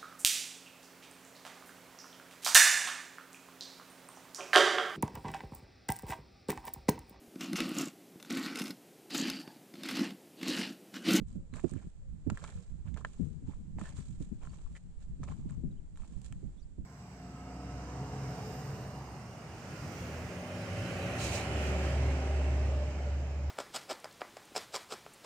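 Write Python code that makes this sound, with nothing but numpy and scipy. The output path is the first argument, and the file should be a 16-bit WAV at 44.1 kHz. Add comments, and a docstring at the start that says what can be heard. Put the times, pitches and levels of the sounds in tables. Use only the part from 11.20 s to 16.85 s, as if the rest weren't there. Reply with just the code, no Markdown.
"""Walker on a sea cliff

Dry, broken rock underfoot, taken on a hand-held phone with two microphone ports.
Close below, slips of stone ring and snap, grit grinds in grains and a sole squeaks by sticking and slipping.
Right on the ports, wind is separate shaped noise at each, with eddies as dull resonant thumps.
Far off, the sea is a hiss of shaped noise; a bird hoots three falling notes and a small one chirps, as gliding tones."""
import sys
import numpy as np
from scipy import signal
from scipy.fft import rfft, irfft
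from scipy.io import wavfile
from scipy.ndimage import uniform_filter1d

SR = 44100
rng = np.random.default_rng(int(sys.argv[2]) if len(sys.argv) > 2 else 0)


def boost(x):
    """Linear amplitude factor 10**(x/20) for a level x in decibels (scalar or array-like)."""
    u = np.asarray(x, float) / 20
    return 10 ** u


def generate_wav(sig):
    """Save sig (samples, or channels by samples) to the path in sys.argv[1] as 16-bit PCM at SR."""
    pcm = np.round(np.clip(np.atleast_2d(sig).T, -1, 1) * 32767).astype(np.int16)
    wavfile.write(sys.argv[1], SR, pcm)


N = 249165
T = np.arange(N) / SR


def level(x, db):
    """Scale to an rms level."""
    return x * boost(db) / np.sqrt(np.mean(x ** 2))


def colour(x, table):
    """Filter by gains in dB, joined by straight lines over log frequency."""
    hz, db = np.transpose(table)
    f = np.maximum(np.arange(x.shape[-1] // 2 + 1) * SR / x.shape[-1], 1)
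    gain = boost(np.interp(np.log(f), np.log(hz), db))
    return irfft(rfft(x) * gain, x.shape[-1])


def butter(x, order, hz, kind="low"):
    """Filter away what lies above (low) or below (high) a corner frequency."""
    return signal.sosfilt(signal.butter(order, hz, kind, fs=SR, output="sos"), x)


def walk(rate):
    """Random values, each held 1 / rate s, then slewed twice."""
    k = int(SR / rate)
    held = np.repeat(rng.standard_normal(N // k + 1), k)
    return 2.96 * uniform_filter1d(uniform_filter1d(held, k), k)[:N]


def add(out, s, x):
    """Mix x into out from time s."""
    i = int(s * SR)
    out[..., i:i + x.shape[-1]] += x[..., :N - i]


def ring(x, hz, width_hz):
    """One damped resonance; the wider it is, the sooner it dies."""
    r = np.exp(-np.pi * width_hz / SR)
    return signal.lfilter([1, 0, -1], [1, -2 * r * np.cos(2 * np.pi * hz / SR), r * r], x) * (1 - r * r) / 2


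def sag(x, start, within_s):
    """Let the pitch begin `start` times higher and sink to its rest."""
    t = np.arange(len(x)) / SR
    return np.interp(t + (start - 1) * within_s * (1 - np.exp(-t / within_s)), t, x)


# steady wind on the ports, before flutter: (time [s], left level [dB], right level [dB])
GUSTS = [(0.0, -54.5, -44.5), (0.35, -60, -46.5), (0.713, -66.5, -58.5), (1.09, -57, -47),
         (1.41, -60.5, -52), (1.771, -67.5, -43), (2.12, -44, -63), (2.47, -50.5, -49), (2.829, -51.5, -53),
         (3.178, -47.5, -50), (3.525, -55, -59), (3.883, -57.5, -52), (4.24, -46.5, -43),
         (4.59, -50, -59.5), (4.94, -62.5, -48.5), (5.299, -53, -54.5), (5.65, -64.5, -47.5)]
# turbulence spectrum, falling steeply above the rumble: (frequency [Hz], gain [dB])
TURBULENCE = [(20, 5), (60, 3.5), (110, -3.5), (165, -1), (250, -14), (350, -24.5), (500, -37.5),
              (900, -62)]


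def wind():
    """Unrelated turbulence at each port; three bands follow the gusts by their own share and flutter alone."""
    s, *port_db = np.transpose(GUSTS)
    gust = boost(np.array([np.interp(T, s, db) for db in port_db]))
    mean = np.sqrt(np.mean(gust ** 2))
    noise = level(colour(rng.standard_normal((2, N)), TURBULENCE), 3.96) * mean
    deep = butter(noise, 2, 80)
    edge = butter(noise, 2, 230, "high")
    middle = noise - deep - edge
    out = 0
    # the exponent says how closely each band follows a gust
    for band, follow in ((deep, 0.3), (middle, 1), (edge, 0.71)):
        flutter = boost(2.0 * np.array([walk(26), walk(26)]))
        out = out + band * (gust / mean) ** follow * flutter
    return out


# colour of the wash far below: (frequency [Hz], gain [dB])
WASH = [(200, -27.5), (400, -6), (800, -12), (1200, -18), (2600, -15.5), (4400, -12.5), (6300, -18),
        (10000, -17.5)]


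def sea():
    """Distant wash, smooth and slowly swelling; the lows are partly shared by both ports."""
    shared = butter(rng.standard_normal(N), 1, 2000)
    swell = boost(0.8 * walk(3))
    wash = colour(0.43 * shared + rng.standard_normal((2, N)), WASH)
    return level(wash, -67.5) * swell


# eddies that thump the left port, then the right: (time of the peak [s], push level [dB], fade [s])
THUMPS = [
    [(0.673, -35.5, 0.004), (2.0, -25, 0.049), (2.225, -39, 0.038), (2.789, -33.5, 0.013),
     (3.122, -28, 0.013), (4.1, -36, 0.025), (4.192, -35.5, 0.0091), (4.375, -35, 0.055),
     (4.44, -27.5, 0.026)],
    [(0.02, -27, 0.0059), (0.16, -31, 0.022), (0.334, -33.5, 0.027), (0.446, -19, 0.01),
     (0.52, -30.5, 0.045), (0.562, -29.5, 0.016), (0.649, -39.5, 0.014), (1.072, -23, 0.02),
     (1.118, -26, 0.013), (2.285, -29, 0.015), (2.569, -34.5, 0.03), (2.619, -30, 0.012),
     (3.009, -28.5, 0.013), (4.001, -35, 0.014), (4.259, -31, 0.012), (4.45, -37.5, 0.079),
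     (5.233, -34.5, 0.043), (5.587, -30, 0.02)],
]


def buffets():
    """A shed eddy slaps one port: a dull pressure wobble swells fast, sinks in pitch and fades."""
    out, t, rise_s = np.zeros((2, N)), np.arange(SR // 3) / SR, 0.011
    for port, rows in zip(out, THUMPS):
        for s, db, fade_s in rows:
            # weak pushes wobble near 123 Hz; beyond a soft knee at -25.5 dB the pitch climbs
            octaves = np.logaddexp(0, (db + 25.5) / 1.66) * 2.7 / 14
            hz = 123 * 2 ** octaves
            push = rng.standard_normal(len(t))
            wobble = ring(push, hz, 0.28 * hz) + ring(push, 0.44 * hz, 0.36 * hz)
            # the eddy keeps its strength from cycle to cycle
            wobble /= np.sqrt(uniform_filter1d(wobble ** 2, int(1.5 * SR / hz)))
            wobble = sag(wobble, 2.6, 0.011)
            swell = np.sin(np.pi / 2 * np.minimum(t / rise_s, 1)) ** 2
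            swell = swell * np.exp(-np.maximum(t - rise_s, 0) / fade_s)
            dull = butter(swell * wobble, 3, 1.994 * hz)
            # its steep front leaks a brief brighter knock
            front = np.exp(-((t - 0.91 * rise_s) / 0.0027) ** 2)
            knock = 0.22 * (hz / 240) ** 3.1 * ring(push, 4.6 * hz, 4 * hz) * front
            add(port, s - rise_s, boost(db) * (dull + knock))
    return out


def sides(pan_db):
    """Left and right amplitudes whose powers add to one."""
    left = 1 / (1 + boost(-2 * np.asarray(pan_db)))
    return np.sqrt(np.array([left, 1 - left]))


# three hoots, then chirps:
# (start [s], length [s], start pitch [Hz], end pitch [Hz], level [dB], left minus right [dB])
BIRD_NOTES = [(.06, 0.3, 570, 480, -73.5, 15), (.78, 0.16, 561, 490, -75, 16),
              (1.3, 0.17, 530, 440, -68, 8), (0.317, 0.051, 3950, 3860, -58.5, 0),
              (3.278, 0.04, 4570, 4500, -63, 2), (4.502, 0.032, 4090, 3500, -71, -4),
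              (4.558, 0.045, 3200, 2880, -73, -2), (5.362, 0.059, 3600, 3780, -69, -4),
              (5.388, 0.036, 5700, 5900, -71, -5), (5.407, 0.045, 4700, 5050, -66, -5)]


def birds():
    """Gliding, slightly wavering sine notes with soft ends."""
    out = np.zeros((2, N))
    for s, length_s, start_hz, end_hz, db, pan_db in BIRD_NOTES:
        glide = np.linspace(start_hz, end_hz, int(length_s * SR))
        hz = glide * (1 + 0.025 * walk(200)[:len(glide)])
        note = np.hanning(len(hz)) * np.sin(2 * np.pi * np.cumsum(hz) / SR)
        add(out, s, 2 * boost(db) * sides(pan_db)[:, None] * note)
    return out


def grains(per_s, spread_db, lag_s):
    """One-sample slips, long-tailed in size; each lies elsewhere, so has its own lag at the right port."""
    count = int(per_s * N / SR)
    at = rng.integers(0, N, count)
    size_db = spread_db * np.minimum(rng.exponential(size=count), 4.0)
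    size = boost(size_db) * rng.standard_normal(count)
    lag = np.round(lag_s * SR * rng.standard_normal(count)).astype(int)
    late = np.clip(at + lag, 0, N - 1)
    return np.array([np.bincount(at, size, N), np.bincount(late, size, N)])


def pebbles():
    """Stones of every size knock apart from each other, each ringing a few cycles at its own pitch."""
    out = 0
    for hz in np.geomspace(400, 6000, num=9):
        knocks = grains(450, 3.6, 0.0002)
        stones = ring(ring(knocks, hz, 0.4 * hz), hz, 0.4 * hz)
        out = out + level(stones, 0) * np.sqrt(hz)
    return out


def pressure(t, length_s):
    """A press bites over the 41 ms before its time, then lets go ever faster: 25 dB down after one length."""
    bite = np.clip(1 + t / 0.041, 0, 1) ** 3
    return bite * boost(-25 * (np.maximum(t, 0) / length_s) ** 1.87)


# soles pressing and dragging on grit:
# (time [s], length [s], coarse grit level [dB], fine sand level [dB], pitch of the stones [Hz])
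SOLE_PRESSES = [(0.084, 0.085, -77, -62, 1210), (0.346, 0.13, -55, -56.5, 1280),
                (0.476, 0.2, -64.5, -64.5, 1210), (0.568, 0.14, -62.5, -72, 1710),
                (1.128, 0.37, -57, -62.5, 1390), (1.226, 0.17, -56, -58, 1510),
                (1.669, 0.067, -57.5, -70, 1200), (1.778, 0.061, -53, -61, 1090),
                (1.866, 0.29, -68, -63, 1290), (2.275, 0.14, -61.5, -66, 970),
                (2.597, 0.13, -51.5, -56.5, 885), (2.657, 0.2, -63.5, -66, 1720),
                (2.764, 0.11, -61, -55, 1570), (2.87, 0.41, -82, -67, 1480),
                (3.016, 0.035, -68, -59.5, 1500), (3.22, 0.14, -59, -66.5, 1050),
                (3.331, 0.27, -62, -65.5, 1170), (3.564, 0.02, -55.5, -58.5, 2000),
                (3.816, 0.033, -63, -62, 1850), (4.035, 0.039, -57, -60, 1010),
                (4.085, 0.085, -50.5, -60, 950), (4.17, 0.14, -65, -70, 1020),
                (4.293, 0.1, -62.5, -71, 1200), (4.778, 0.29, -65.5, -63.5, 1000),
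                (5.053, 0.023, -68, -52.5, 1800)]
# colour of the coarse grit: (frequency [Hz], gain [dB])
GRIT_COLOUR = [(300, 1), (600, -8), (1050, -9.5), (1700, -15.5), (2700, -9.5), (4500, -13.5), (7000, -19)]
# colour of the fine sand: (frequency [Hz], gain [dB])
SAND_COLOUR = [(1700, -5.5), (3800, 4), (7000, -0.5), (11000, -1)]


def grind():
    """Grit rolls and crushes while the sole presses: coarse grains knock and ring their stones, sand fizzes."""
    grit = level(colour(pebbles(), GRIT_COLOUR) * boost(1.35 * walk(140)), 0)
    sand = level(colour(grains(6500, 2.5, 0.00025), SAND_COLOUR) * boost(1.1 * walk(200)), 0)
    out = np.zeros((2, N))
    for s, length_s, grit_db, sand_db, hz in SOLE_PRESSES:
        span = slice(max(int((s - 0.06) * SR), 0), int((s + 4 * length_s) * SR))
        t, coarse = T[span] - s, grit[:, span]
        coarse = 0.58 * coarse + 0.73 * ring(coarse, hz, 0.42 * hz)
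        out[:, span] += boost(grit_db) * coarse * pressure(t, length_s)
        # sand outlasts grit
        out[:, span] += boost(sand_db) * sand[:, span] * pressure(t, 1.6 * length_s)
    return out


# stones cracking under the sole: (time [s], ring peak level [dB], ring pitch [Hz], snap peak level [dB])
STONE_CRACKS = [(0.338, -37, 1290, -39), (0.359, -56, 1260, -40), (0.395, -40, 840, -64),
                (0.494, -78, 1076, -37), (0.511, -63, 1170, -35), (0.536, -51, 1300, -40),
                (1.1, -29.5, 1200, -27), (1.173, -35, 1430, -32), (1.24, -31, 1620, -34.5),
                (1.248, -41, 1310, -48), (1.277, -44, 1190, -48), (1.285, -59, 1250, -51),
                (1.742, -41.5, 2680, -57), (1.764, -46, 746, -58), (1.772, -42, 1220, -38),
                (1.848, -24, 1240, -36.5), (1.933, -48.5, 2890, -53), (2.275, -56.5, 970, -71),
                (2.336, -53, 950, -61), (2.585, -39, 800, -54), (2.595, -45, 1170, -48),
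                (2.613, -37, 830, -37.5), (3.233, -46.5, 820, -46), (3.25, -50, 950, -53),
                (3.272, -43.5, 945, -65), (4.032, -41.5, 980, -44), (4.086, -42, 880, -57),
                (4.115, -52, 1480, -46), (4.297, -52, 1510, -47), (4.307, -53, 1090, -41.5),
                (4.758, -48.5, 2400, -59), (4.773, -50, 1050, -39), (4.82, -51.5, 1000, -54),
                (4.833, -52.5, 950, -62), (4.846, -56, 850, -64), (5.016, -71, 1500, -39),
                (5.053, -56, 2000, -44), (5.062, -55, 2600, -35), (5.124, -44, 1380, -34)]


def cracks():
    """A burst of slips rings the stone, sinking as the sole damps it; a bright snap rides on top."""
    out, t = np.zeros((2, N)), np.arange(SR // 12) / SR
    burst = np.minimum(t / 0.00078, 1) * (np.exp(-t / 0.0025) + 0.0092 * np.exp(-t / 0.0042))
    for s, ring_db, hz, snap_db in STONE_CRACKS:
        chance = rng.standard_normal((3, len(t)))
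        slips = chance[0] * burst
        slips[int(0.0005 * SR)] += 4.5  # the first break is the hardest
        body = ring(slips, hz, 0.6 * hz) + 0.7 * ring(slips, 2.1 * hz, 1.2 * hz)
        body = butter(sag(body, 1.25, 0.0021), 2, 2.0 * hz)
        # each stone lies elsewhere, so its ring reaches the right port a little early or late
        lag = int(np.clip(3 * chance[0, -1], -5, 5))
        body = np.array([np.roll(body, 5), np.roll(body, 5 + lag)])
        # splinters fly from many spots, so each port hears its own, shorter snap
        snap = butter(chance[1:] * burst ** 2.6, 2, 3000, "high")
        add(out, s, boost(ring_db) * body / np.abs(body).max() + boost(snap_db) * snap / np.abs(snap).max())
    return out


# rubber skidding on rock: (time [s], length [s], level [dB], stone pitch [Hz], mean slip rate [1/s])
SKIDS = [(2.642, 0.06, -60.5, 1700, 280), (3.552, 0.035, -59.5, 1950, 200)]


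def squeaks():
    """The sole sticks and slips in a quick, uneven run; each slip rings two narrow modes of the stone."""
    out = np.zeros((2, N))
    for s, length_s, db, hz, per_s in SKIDS:
        chance, slips = rng.standard_normal((40, 2)), np.zeros(SR // 5)
        at = np.cumsum(np.r_[0, (1 + 0.15 * chance[1:, 0]) / per_s])
        on = at < length_s
        arch = np.sin(np.pi * (0.29 + 0.76 * at[on] / length_s))
        slips[(at[on] * SR).astype(int)] = boost(1.9 * chance[on, 1]) * arch
        tone = ring(slips, hz, 0.1 * hz) + 0.4 * ring(slips, 1.57 * hz, 0.091 * hz)
        add(out, s, boost(db) * tone / np.sqrt(np.mean(tone[:int(length_s * SR)] ** 2)))
    return out


def rocks(x):
    """Nearby rock faces scatter the step; each port hears its own cluster of short echoes."""
    t = np.arange(SR // 15) / SR
    echo = rng.standard_normal((2, len(t))) * np.exp(-t / 0.0052) * (t > 0.0012) * boost(-28.0)
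    echo[:, 0] = 1  # the direct sound
    return signal.fftconvolve(x, echo, axes=1)[:, :N]


def scene():
    """Steps close below, sea and birds afar, wind right on the ports."""
    steps = rocks(cracks() + grind() + squeaks())
    return steps + sea() + birds() + wind() + buffets()


def low_pass(x):
    """Removes everything above the highest recorded frequency."""
    return signal.sosfilt(signal.butter(12, 12750, fs=SR, output="sos"), x)


# microphone ports, left then right:
# (resonance [Hz], width [Hz], resonance gain [dB], treble gain from 5 kHz up, beside the resonance [dB])
MIC_PORTS = [(8970, 3300, -5.5, -16), (7300, 1050, 5.5, -9.5)]


def record(dry):
    """Each port adds its own treble resonance; a steep cut at 8690 Hz is mixed with a weaker uncut part."""
    ports = []
    for x, (hz, width_hz, db, treble_db) in zip(dry, MIC_PORTS):
        ports.append(colour(x, [(1500, 0), (5000, treble_db)]) + boost(db) * ring(x, hz, width_hz))
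    wet = np.array(ports)
    mix = butter(wet, 8, 8690) + boost(-15) * wet
    return low_pass(mix)


dry = scene()
out = record(dry)
generate_wav(out)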